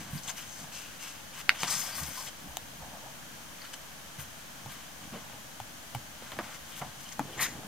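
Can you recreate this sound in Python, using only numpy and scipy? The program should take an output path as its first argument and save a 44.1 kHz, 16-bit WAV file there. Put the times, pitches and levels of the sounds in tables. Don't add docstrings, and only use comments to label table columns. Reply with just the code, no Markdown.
import sys
import numpy as np
from scipy import signal
from scipy.fft import rfft, irfft, next_fast_len
from scipy.io import wavfile
from scipy.ndimage import uniform_filter1d

SR = 44100
rng = np.random.default_rng(int(sys.argv[2]) if len(sys.argv) > 2 else 0)


def ratio(d):
    e = np.asarray(d, float) / 20
    return 10 ** e


def transcribe(signal):
    frames = np.atleast_2d(signal).T
    limited = np.clip(frames, -1, 1)
    pcm = np.round(limited * 32767).astype(np.int16)
    wavfile.write(sys.argv[1], SR, pcm)


N = 338247
M = next_fast_len(N)
HZ = np.fft.rfftfreq(M, 1 / SR)
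T = np.arange(N) / SR
TOP_HZ = 15880


def unit(x):
    return x / np.sqrt(np.mean(x ** 2))


def along(table):
    f, v = np.transpose(table)
    return np.interp(np.log(HZ + 1), np.log(f), v)


def shape(x, gain):
    return irfft(rfft(x, M) * gain, M)[..., :N]


def colour(x, table):
    inside = (HZ >= table[0][0]) * (HZ <= min(table[-1][0], TOP_HZ))
    return shape(x, ratio(along(table)) * inside)


def thin(x, hz):
    return signal.sosfilt(signal.butter(2, hz, "high", fs=SR, output="sos"), x)


def grains(rate, spread_db):
    when, size, sign = rng.random(N), rng.exponential(size=N), rng.standard_normal(N)
    return (when < rate / SR) * sign * ratio(spread_db * np.minimum(size, 3.5))


def walk(rate):
    k = int(SR / rate)
    held = np.repeat(rng.standard_normal(N // k + 1), k)
    return 0.69 * uniform_filter1d(held, k)[:N]


def add(out, s, x):
    i = int(s * SR)
    out[..., i:i + x.shape[-1]] += x[..., :N - i]


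def arc(start, length, share, rise_db, fall_db):
    times = start + length * np.array([0, np.clip(share, .01, .99), 1])
    return times, np.array([-rise_db, 0, -fall_db])


def moves(rows, form):
    gain = np.zeros(N)
    for start, length, db in rows:
        t, under = arc(start, length, *form)
        gain += np.interp(T, t, ratio(db + under), 0, 0)
    return uniform_filter1d(gain, size=600)


# (frequency [Hz], level [dB])
HISS = [(12, -30), (20, -18), (49, -14.5), (147, -8), (224, -10.5), (428, -14.5), (634, -12.5), (1180, -14),
        (1600, -14.5), (2010, -16), (3140, -18), (4410, -19.5), (6530, -21), (15200, -25.5), (16500, -38)]
# (frequency [Hz], width [Hz], level [dB])
HOUSING = [(144, 22, -2.5), (398, 85, -3.5), (820, 250, -0.5), (1614, 160, 3), (3120, 230, 4),
           (6300, 700, 4)]
# (frequency [Hz], likeness [0-1])
HISS_ALIKE = [(40, 0.95), (130, 0.14), (1500, 0.11), (15000, 0.21)]
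# (frequency [Hz], left minus right [dB])
HISS_LEAN = [(60, 3), (300, 1.5), (2000, -0.2), (15000, 5)]


def hiss():
    level_db, sway_db, sways_per_s = -47, 0.13, 2.95
    noise = colour(rng.standard_normal((2, N)), HISS)
    alike = np.clip(along(HISS_ALIKE), 0, .99)
    mid, side = shape(noise, np.sqrt([1 + alike, 1 - alike]))
    housing_db = sum(db * np.exp(-((HZ - hz) / width) ** 2) for hz, width, db in HOUSING)
    lean_db = np.outer([.5, -.5], along(HISS_LEAN))
    pair = shape(np.array([mid + side, mid - side]), ratio(lean_db + housing_db))
    return unit(pair) * ratio(level_db + sway_db * walk(sways_per_s))


# (frequency [Hz], level [dB])
ROOM = [(100, -7.5), (500, -13), (2500, -9.5), (6000, -6.5), (16000, -8)]


def room(x):
    t60_s, tail_db, echo_s, echo_db = 0.11, -13, .0095, -21
    tail = colour(rng.standard_normal((2, N)), ROOM)
    tail = tail * ratio(np.maximum(-60 * T / t60_s, -200)) * np.clip(T / 0.0072, 0, 1)
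    tail = ratio(tail_db) * tail / np.sqrt(np.sum(tail ** 2, axis=1, keepdims=True))
    tail[:, int(echo_s * SR)] += ratio(echo_db)
    return shape(x, rfft(tail, M))


# (time [s], level [dB], pitch [Hz])
THUDS = [(0.054, -38, 176), (0.105, -34, 64.6), (0.115, -38, 88.8), (0.13, -24, 150), (0.152, -26, 160),
         (0.637, -38, 147), (1.63, -32.5, 168), (1.759, -40, 154), (2.007, -35, 120), (2.022, -28, 148.4),
         (2.801, -37, 151), (3.07, -50, 167), (4.184, -32, 147), (4.661, -36, 140), (5.119, -38, 161),
         (5.1225, -32, 225), (5.146, -35, 201), (5.158, -36, 210), (5.607, -37, 112), (5.9496, -27, 119),
         (6.369, -37, 230), (6.39, -30, 315), (6.8125, -32, 143), (6.97, -41, 140), (7.195, -30, 151),
         (7.203, -22, 275)]
# (time [s], level [dB], pitch [Hz])
LEANS = [(1.999, -33, 75.4), (2.469, -45, 40.4), (2.48, -42, 70), (2.62, -45, 85), (2.799, -41, 56.5),
         (4.177, -41, 86.1), (4.639, -44, 101), (6.599, -45, 61.9)]


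def thuds():
    out, t = np.zeros(N), T[:SR // 2]
    blows = [(s, db, hz, min(18 / hz, 0.12), 0.0034) for s, db, hz in THUDS]
    blows += [(s, db, hz, .29, 0.016) for s, db, hz in LEANS]
    for s, db, hz, t60, soft in blows:
        swing = np.sin(2 * np.pi * hz * t) * ratio(-60 * t / t60)
        add(out, s, ratio(db - 2.0) * (1 - np.exp(-t / soft)) * swing)
    return out


# (start [s], length [s], level [dB])
SCUFFS = [
    (1.65, .12, -64),
    (1.95, 0.14, -66),
    (5.125, .07, -49),
    (7.24, 0.45, -51.5),
]


def shifting():
    book_hz, sharpness = 373, 1.6
    slips = thin(grains(700, 1.7), hz=250)
    scuff = unit(signal.lfilter(*signal.iirpeak(book_hz, sharpness, SR), slips))
    return scuff * moves(SCUFFS, (.1, 1.5, 6))


# (frequency [Hz], level [dB])
RUMBLE = [(15, -50), (25, -45), (81, -5), (109, -11.5), (144, -2), (220, -7.5), (252, -7.5), (296, -11.5),
          (380, -24.5), (490, -58), (840, -120)]
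# (frequency [Hz], level [dB])
FLUTTER = [(260, -43), (450, -12), (583, -2.5), (678, -2), (847, 0.5), (985, -7), (1090, -5.5), (1200, -8),
           (1560, -46), (2640, -120)]
# (start [s], length [s], desk rumble level [dB], page flutter level [dB])
DRAGS = [(0.0, 0.038, -40, -49), (0.05, .18, -50, -62), (0.243, 0.099, -62, -53), (0.562, 0.15, -55, -60),
         (1.482, 0.064, -62, -47.5), (1.6, 0.076, -52, -51), (1.665, 0.14, -53, -49.5),
         (1.82, 0.13, -68, -52), (1.94, 0.19, -51.5, -53.5), (2.167, 0.13, -63, -56),
         (2.42, .14, -52.5, -60), (2.792, 0.11, -53, -54), (2.9, .1, -65, -53.5),
         (3.018, 0.094, -61, -50.5), (4.65, 0.09, -59, -65), (5.004, .09, -55.5, -56),
         (5.123, .07, -47, -48.5), (5.19, .09, -61, -53.5), (5.31, 0.094, -58, -54.5), (5.93, .1, -52, -62),
         (6.33, .06, -49, -60), (6.407, .12, -58, -53), (6.8, .1, -54, -50), (7.177, 0.16, -49, -59),
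         (7.358, 0.1, -42.5, -47), (7.456, .25, -46, -59)]


def dragging():
    resting_desk_db, resting_page_db, form = -60.5, -65, (0.37, 11, 12.5)
    desk_gain = ratio(resting_desk_db) + moves([(s, length, db) for s, length, db, _ in DRAGS], form)
    page_gain = ratio(resting_page_db) + moves([(s, length, db) for s, length, _, db in DRAGS], form)
    desk = unit(colour(grains(500, 1.3), RUMBLE)) * desk_gain
    page = unit(colour(grains(1500, 1.2), FLUTTER)) * page_gain
    return desk + page


# (frequency [Hz], level [dB])
CRACK = [(590, -36), (1000, -30.5), (1470, -12), (3230, 4), (4330, -13), (6610, -4), (9850, -13),
         (13000, -8.5), (16500, -16)]
# (frequency [Hz], level [dB])
SCATTER = [(120, -14), (200, 9), (487, -3.5), (935, 7), (1750, -4), (2010, -6), (2250, -1.5), (3190, -18),
           (4000, -20), (5200, -15.5), (8800, -120)]
# (time [s], level [dB], ring [Hz], crack re level [dB], dull scatter re level [dB])
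TAPS = [(0.641, -39, 900, -16, -14), (1.6325, -27, 862, -7, -7), (2.569, -27.5, 760, -8.5, -24),
        (2.97, -40, 745, -19, -23), (4.659, -36, 830, -14, -15), (5.297, -43, 825, -15, -11),
        (5.6, -27.5, 810, -19, -22), (5.9475, -37, 2300, -8, -20), (5.9483, -24.5, 790, -19, -24),
        (5.957, -35, 850, -20, -20), (6.318, -35.5, 593, -14, -6.5), (6.366, -41, 800, -24, -10),
        (6.388, -30, 540, -32, -22), (6.388, -23, 965, -38, -10), (6.814, -38, 1250, -24, -9),
        (6.8167, -31, 750, -28, -14), (6.8188, -32, 620, -26, -8), (7.193, -16, 840, -27, -20),
        (7.632, -39.5, 729, -15, -11)]


def taps():
    out, t = np.zeros(N), T[:SR // 8]
    crack, scatter = (unit(colour(rng.standard_normal(N), table)) for table in (CRACK, SCATTER))
    crack_fade = ratio(-60 * t / 0.012)
    for s, db, hz, crack_db, scatter_db in TAPS:
        t60 = max(0.025 - .0003 * (db + 35), .008)
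        ring = -np.cos(2 * np.pi * hz * t) * ratio(-60 * t / t60) * np.clip(t / 0.0003, 0, 1)
        now = slice(int(s * SR / 2), int(s * SR / 2) + len(t))
        tick = ratio(crack_db + 9.5) * crack[now] * crack_fade
        knock = -np.sin(2 * np.pi * 1.69 * hz * t) * ratio(-60 * t / 0.0092) * np.clip(t / 0.00033, 0, 1)
        dull = ratio(scatter_db + 1.5) * (scatter[now] * ratio(-60 * t / 0.1) + 2.4 * knock)
        add(out, s + 0.001023, ratio(db) * (ring + tick + dull))
    add(out, SNAP[0][0], ratio(-22) * crack[:len(t)] * crack_fade)
    return shape(thin(out, hz=238), HZ < TOP_HZ + 700)


# (start [s], length [s], level [dB], pitch [Hz],
# width [Hz])
CATCHES = [(1.603, .01, -38, 5400, 900), (1.617, .008, -39, 6300, 900), (1.627, .006, -38, 4400, 1500),
           (1.646, .008, -37, 3000, 900), (1.641, .01, -38, 850, 300), (1.657, .01, -41, 3200, 700),
           (1.677, 0.018, -37, 1240, 500), (1.678, .008, -34, 5300, 2000), (1.686, .009, -38, 6000, 1200),
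           (1.705, .016, -37, 6200, 2500), (1.703, 0.02, -37, 8750, 2500), (1.723, .011, -32, 8100, 1600),
           (1.726, .012, -38, 5200, 900), (1.738, .012, -37, 6500, 1000), (1.748, .03, -39, 5300, 700),
           (1.75, .02, -40, 7840, 1500), (1.778, 0.041, -43, 6700, 700), (1.79, .04, -45, 5200, 600),
           (1.836, .02, -43, 5300, 700), (1.92, 0.076, -47, 4700, 500), (1.945, 0.055, -47, 5400, 500),
           (1.98, .05, -45, 1140, 250), (2.078, .01, -45, 1230, 700), (2.155, .07, -51, 4900, 500),
           (2.172, 0.048, -43, 1060, 150), (2.267, .015, -46, 2330, 300), (2.267, 0.0297, -44.5, 3200, 350),
           (2.268, 0.013, -46, 3900, 400), (6.318, .005, -43, 3000, 1000), (6.318, .006, -42, 1900, 900),
           (1.8, .025, -42, 6800, 500), (1.812, .016, -43, 5200, 500), (1.87, .03, -44, 5400, 500),
           (1.7, .03, -42, 10500, 1500), (7.117, .02, -50, 6600, 500), (7.116, .012, -49, 2100, 400),
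           (7.32, .04, -52, 3100, 300), (7.048, .05, -54, 3070, 300),
           (.176, .015, -48, 4800, 500), (.23, .035, -50, 6500, 600), (.274, .02, -40, 6600, 900),
                (.276, .016, -42, 7600, 600), (.279, .014, -41, 3200, 700), (.294, .022, -39, 6500, 900),
                (.292, .015, -40, 1700, 1500), (.365, .05, -49, 6000, 900), (.368, .05, -48, 2300, 1400),
                (2.815, .09, -52, 750, 200), (2.91, .06, -54, 850, 200), (3.015, .02, -52, 870, 150),
                (3.06, .035, -53, 850, 150), (3.617, .012, -48, 4500, 500), (3.617, .006, -47, 1800, 900),
                (3.642, .012, -48, 1500, 300), (3.65, .008, -49, 3000, 900), (3.733, .012, -46, 3100, 900),
                (3.733, .013, -46, 1600, 600), (3.733, .012, -44, 6600, 3000),
                (5.132, .014, -48, 1200, 500), (5.134, .035, -46, 550, 400), (5.148, .014, -47, 900, 400),
                (5.156, .015, -48, 520, 300), (5.13, .04, -51, 2400, 1200), (6.222, .008, -45, 600, 500),
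                (6.389, .012, -48, 3200, 600), (6.405, .015, -41, 1000, 600), (6.72, .03, -50, 3150, 300),
                (6.763, .008, -47, 3200, 1000), (6.818, .006, -45, 1800, 600), (6.823, .014, -41, 900, 350),
                (7.212, .006, -38, 800, 400), (.47, .12, -53, 6350, 300), (.725, .08, -51, 5600, 600),
                (.725, .05, -53, 4100, 400)]
# (start [s], length [s], level [dB], pitch [Hz], width [Hz])
SCRAPE_CATCHES = [(7.388, .022, -32.5, 1950, 300), (7.412, .012, -37, 2160, 350),
                  (7.423, .016, -35, 2000, 400), (7.438, .012, -35, 1900, 500),
                  (7.452, .014, -31.5, 1950, 350), (7.39, .06, -43, 1250, 400),
                  (7.466, .03, -45, 1950, 400), (7.408, .022, -37, 4160, 500), (7.432, .02, -37, 3900, 600),
                  (7.409, .017, -37, 6500, 700), (7.427, .027, -34.5, 6500, 600),
                  (7.41, .035, -39, 9200, 800), (7.408, .02, -44, 11500, 500),
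                  (7.417, .028, -43, 12500, 250), (7.422, .022, -45, 14500, 300),
                  (7.443, .016, -36.5, 5800, 1200), (7.415, .03, -40, 5200, 500),
                  (7.375, .035, -46, 6800, 1200), (7.457, .045, -47, 6500, 800),
                  (7.424, .02, -40, 8200, 900)]


def catches(slips):
    out = np.zeros(N)
    slips = np.sign(slips) * np.abs(slips) ** .25
    for start, length, db, hz, width in CATCHES + SCRAPE_CATCHES:
        now = slice(int(start * SR), int((start + length + 0.0034) * SR))
        ring = signal.iirpeak(hz, hz / (1.32 * width), SR)
        once = signal.lfilter(*ring, slips[now.start - 2000:now.stop])
        sung = signal.lfilter(*ring, once)[2000:]
        s, under = arc(start, length, .2, 5, 8.3)
        t = T[now]
        edge = np.clip(np.minimum((t - start) / .0008, (s[-1] + .003 - t) / .003), 0, 1)
        out[now] += unit(sung) * ratio(db + np.interp(t, s, under)) * edge
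    return out


# (time [s], level [dB], brightness [dB])
DRAW = [(1.675, -40, 0), (1.7, -39.5, 0), (1.712, -40, 5.5), (1.818, -44, 5), (1.915, -45.5, -3.5),
        (1.98, -44.5, 0.5), (2.11, -50, 2.5), (2.19, -49.5, 3.5), (2.25, -54, 5), (2.295, -57, 3)]
# (start [s], length [s], level [dB], brightness [dB], hollow ring [Hz])
PICKS = [
    (0.36, .13, -48, 0, 2980),
    (0.722, .25, -47.5, 1.5, 2720),
    (0.998, 0.21, -47, 2, 2750),
]
RUBS = [(0.0, 0.088, -47, -5, 1600), (1.545, 0.11, -42, -10, 3000), (1.638, 0.042, -35.5, -4, 3100),
        (4.188, 0.066, -46, -8, 6400), (4.69, .2, -49.5, -8, 3060), (5.128, .1, -49, -20, 3000),
        (5.32, .08, -55, -14, 1500), (6.322, .05, -49, -8, 3100), (6.43, 0.1, -45.5, -11, 1410),
        (6.835, .1, -53, -9, 1630), (7.462, 0.12, -47, -4.5, 1960)]
BRUSHES = [(0.08, .12, -50, -6, 1600), (0.15, 0.063, -51, 2, 4600), (0.21, 0.056, -53, 5, 6300),
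           (0.262, .058, -38.5, 1, 3060), (0.42, 0.29, -54, 5, 6300), (2.255, 0.044, -50, 5, 3100),
           (3.58, 0.12, -49, -11, 4360), (3.729, 0.021, -42.5, 1, 3000), (5.0, .07, -52.5, -8, 3100),
           (6.5, 0.077, -47, -2, 1410), (6.64, .1, -54.5, 1.5, 3150), (6.98, 0.045, -54, 2, 3100),
           (7.025, .03, -51, 2, 4500), (7.06, 0.05, -53, 4, 3100), (7.112, 0.029, -48, 2, 5200)]
SLIDES = [
    (1.335, 0.08, -45.5, 0, 2900),
    (1.592, 0.042, -42, 3, 3000),
    (6.2, 0.11, -51.5, -6, 1500),
    (6.72, 0.081, -48, -1.5, 3150),
    (7.27, .11, -50, -7, 3070),
]
SCRAPES = [
    (7.383, .083, -34.5, 0, 1980),
]
# (peak at share of length 0-1, rise dB, fall dB, hollow ring dB, dB duller per dB under the peak)
PICK, RUB, BRUSH = (0.18, 4, 11, -1, 0.75), (.08, 7, 13.5, -6.5, -0.2), (0.62, 14, 15, -5.5, .1)
SLIDE, SCRAPE = (1.5, 7.5, 2.5, -5, 0.6), (0.5, 8.5, 5, 0, 1.5)


def strokes():
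    yield (*np.transpose(DRAW), 5250, -8)
    for rows, form in ((PICKS, PICK), (RUBS, RUB), (BRUSHES, BRUSH), (SLIDES, SLIDE), (SCRAPES, SCRAPE)):
        *curve, hollow_db, duller = form
        for start, length, db, bright_db, hz in rows:
            s, under = arc(start, length, *curve)
            yield s, db + under, bright_db + duller * under, hz, hollow_db


# (frequency [Hz], level [dB])
BODY = [(530, -32), (900, -3), (1200, 1.5), (1330, -3), (1600, 3.5), (1690, -5), (1910, 1), (2830, -3.5),
        (3160, -1), (4600, -11.5), (5980, -62), (10100, -120)]
# (frequency [Hz], level [dB])
SHEEN = [(2350, -13), (4000, -5), (5310, 1), (5780, 0), (6360, 3.5), (7030, 0.5), (10000, -10),
         (13000, -23), (22000, -120)]
# (frequency [Hz], level [dB])
FINE = [(5290, -27), (9000, 6), (14800, 4.5), (15800, -10), (16300, -59), (16400, -33), (16500, -62)]
# (start [s], length [s], level [dB])
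WISPS = [(0.105, .1, -53), (.37, .05, -54), (1.375, .045, -56), (1.7, 0.056, -51), (1.76, .12, -47.5),
         (1.88, 0.071, -54), (1.95, 0.098, -45.5), (2.055, 0.066, -50), (2.12, 0.15, -52), (2.4, 0.18, -59),
         (4.185, .055, -49), (4.7, .06, -57), (6.69, .04, -58), (6.76, 0.06, -54), (7.0, .04, -59),
         (7.398, .04, -44), (7.41, 0.038, -48), (7.428, 0.03, -47), (7.44, .018, -45)]


def rubbing():
    body, sheen, fine = (unit(colour(grains(7000, 1.2), table) * ratio(2.44 * walk(70)))
                         for table in (BODY, SHEEN, FINE))
    slips = grains(6000, 3)
    out = fine * moves(WISPS, (0.27, 9, 10))
    for s, body_db, sheen_db, hz, hollow_db in strokes():
        now = slice(max(int((s[0] - .006) * SR), 0), int((s[-1] + 0.0071) * SR))
        t = T[now]
        fade = np.clip(np.minimum(t - s[0], s[-1] - t) / 0.0068 + 1, 0, 1)
        hollow = unit(signal.lfilter(*signal.iirpeak(hz, 9.8, SR), slips[now]))
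        mix = (body[now] + ratio(hollow_db) * hollow) / np.hypot(1, ratio(hollow_db))
        bright = np.interp(t, s, sheen_db)
        mix += ratio(bright) * sheen[now]
        mix += ratio(-9.5 + .7 * bright) * fine[now]
        out[now] += fade * ratio(np.interp(t, s, body_db)) * mix
    return shape(out + catches(slips[::-1]), HZ < TOP_HZ)


# (start [s], level [dB], pitch [Hz], length [s])
SNAP = [
    (1.49333, 1.3, 2150, 0.0007),
    (1.49478, -14, 2100, 0.0009),
    (1.49339, -13.5, 4150, 0.0007),
    (1.4943, -17, 4500, 0.0009),
    (1.502, -28, 1550, .0035),
    (1.4975, -28, 2800, .002),
    (1.633, -16, 2900, .0009),
    (1.63285, -13, 900, .0007),
    (1.6342, -24, 2400, .001),
]


def snap():
    out, t = np.zeros(N), T[:SR // 50]
    rise = np.sin(np.pi / 2 * np.clip(t / 0.00015, 0, 1)) ** 2
    for s, db, hz, length in SNAP:
        caught = np.exp(-(t / length) ** 3)
        add(out, s, ratio(db) * np.sin(2 * np.pi * hz * t) * caught * rise)
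    return thin(thin(out, hz=590)[::-1], hz=590)[::-1]


# (frequency [Hz], left minus right [dB])
SHADOW = [(300, -1), (2400, 1), (4400, 5), (9000, 11), (15000, 14)]
# (frequency [Hz], phase lag between the ports [radians])
CREEP = [(700, -.1), (2500, 0), (4500, .5), (7200, 1.4), (9000, 2.2), (11500, 3.3), (15000, 4.9)]
# (frequency [Hz], spread [radians]), and how far apart [Hz] it varies
SCATTERED, SCATTERED_HZ = [(2000, 0), (4000, .3), (7000, .9), (15000, 1.5)], 450


def ports(x, creep):
    k = int(SCATTERED_HZ / HZ[1])
    wander = uniform_filter1d(uniform_filter1d(rng.standard_normal(len(HZ)), k), k)
    edges = unit(wander) * along(SCATTERED)
    turn = np.exp(1j * np.array([0 * HZ, creep * along(CREEP) + edges]))
    return shape(x, ratio(np.outer([.5, -.5], along(SHADOW))) * turn)


def scene():
    moved_s, moved_creep, left_knock_db = 7.16, 1.9, 3.5
    rubs = rubbing() + dragging() + shifting() + snap()
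    knocks = thuds() + taps()
    moved = T > moved_s
    near = rubs + knocks
    late_knocks = ratio(np.array([[.5], [-.5]]) * left_knock_db) * knocks * moved
    late = ports(rubs * moved, moved_creep) + late_knocks
    return ports(near * ~moved, 1.0) + late + room(near) + hiss()


def top_cut(x):
    return signal.sosfilt(signal.butter(12, 15880, fs=SR, output="sos"), x)


def record(dry):
    offset = -0.0015
    mix = np.clip(dry + offset, -1, 1)
    return top_cut(mix)


dry = scene()
out = record(dry)
transcribe(out)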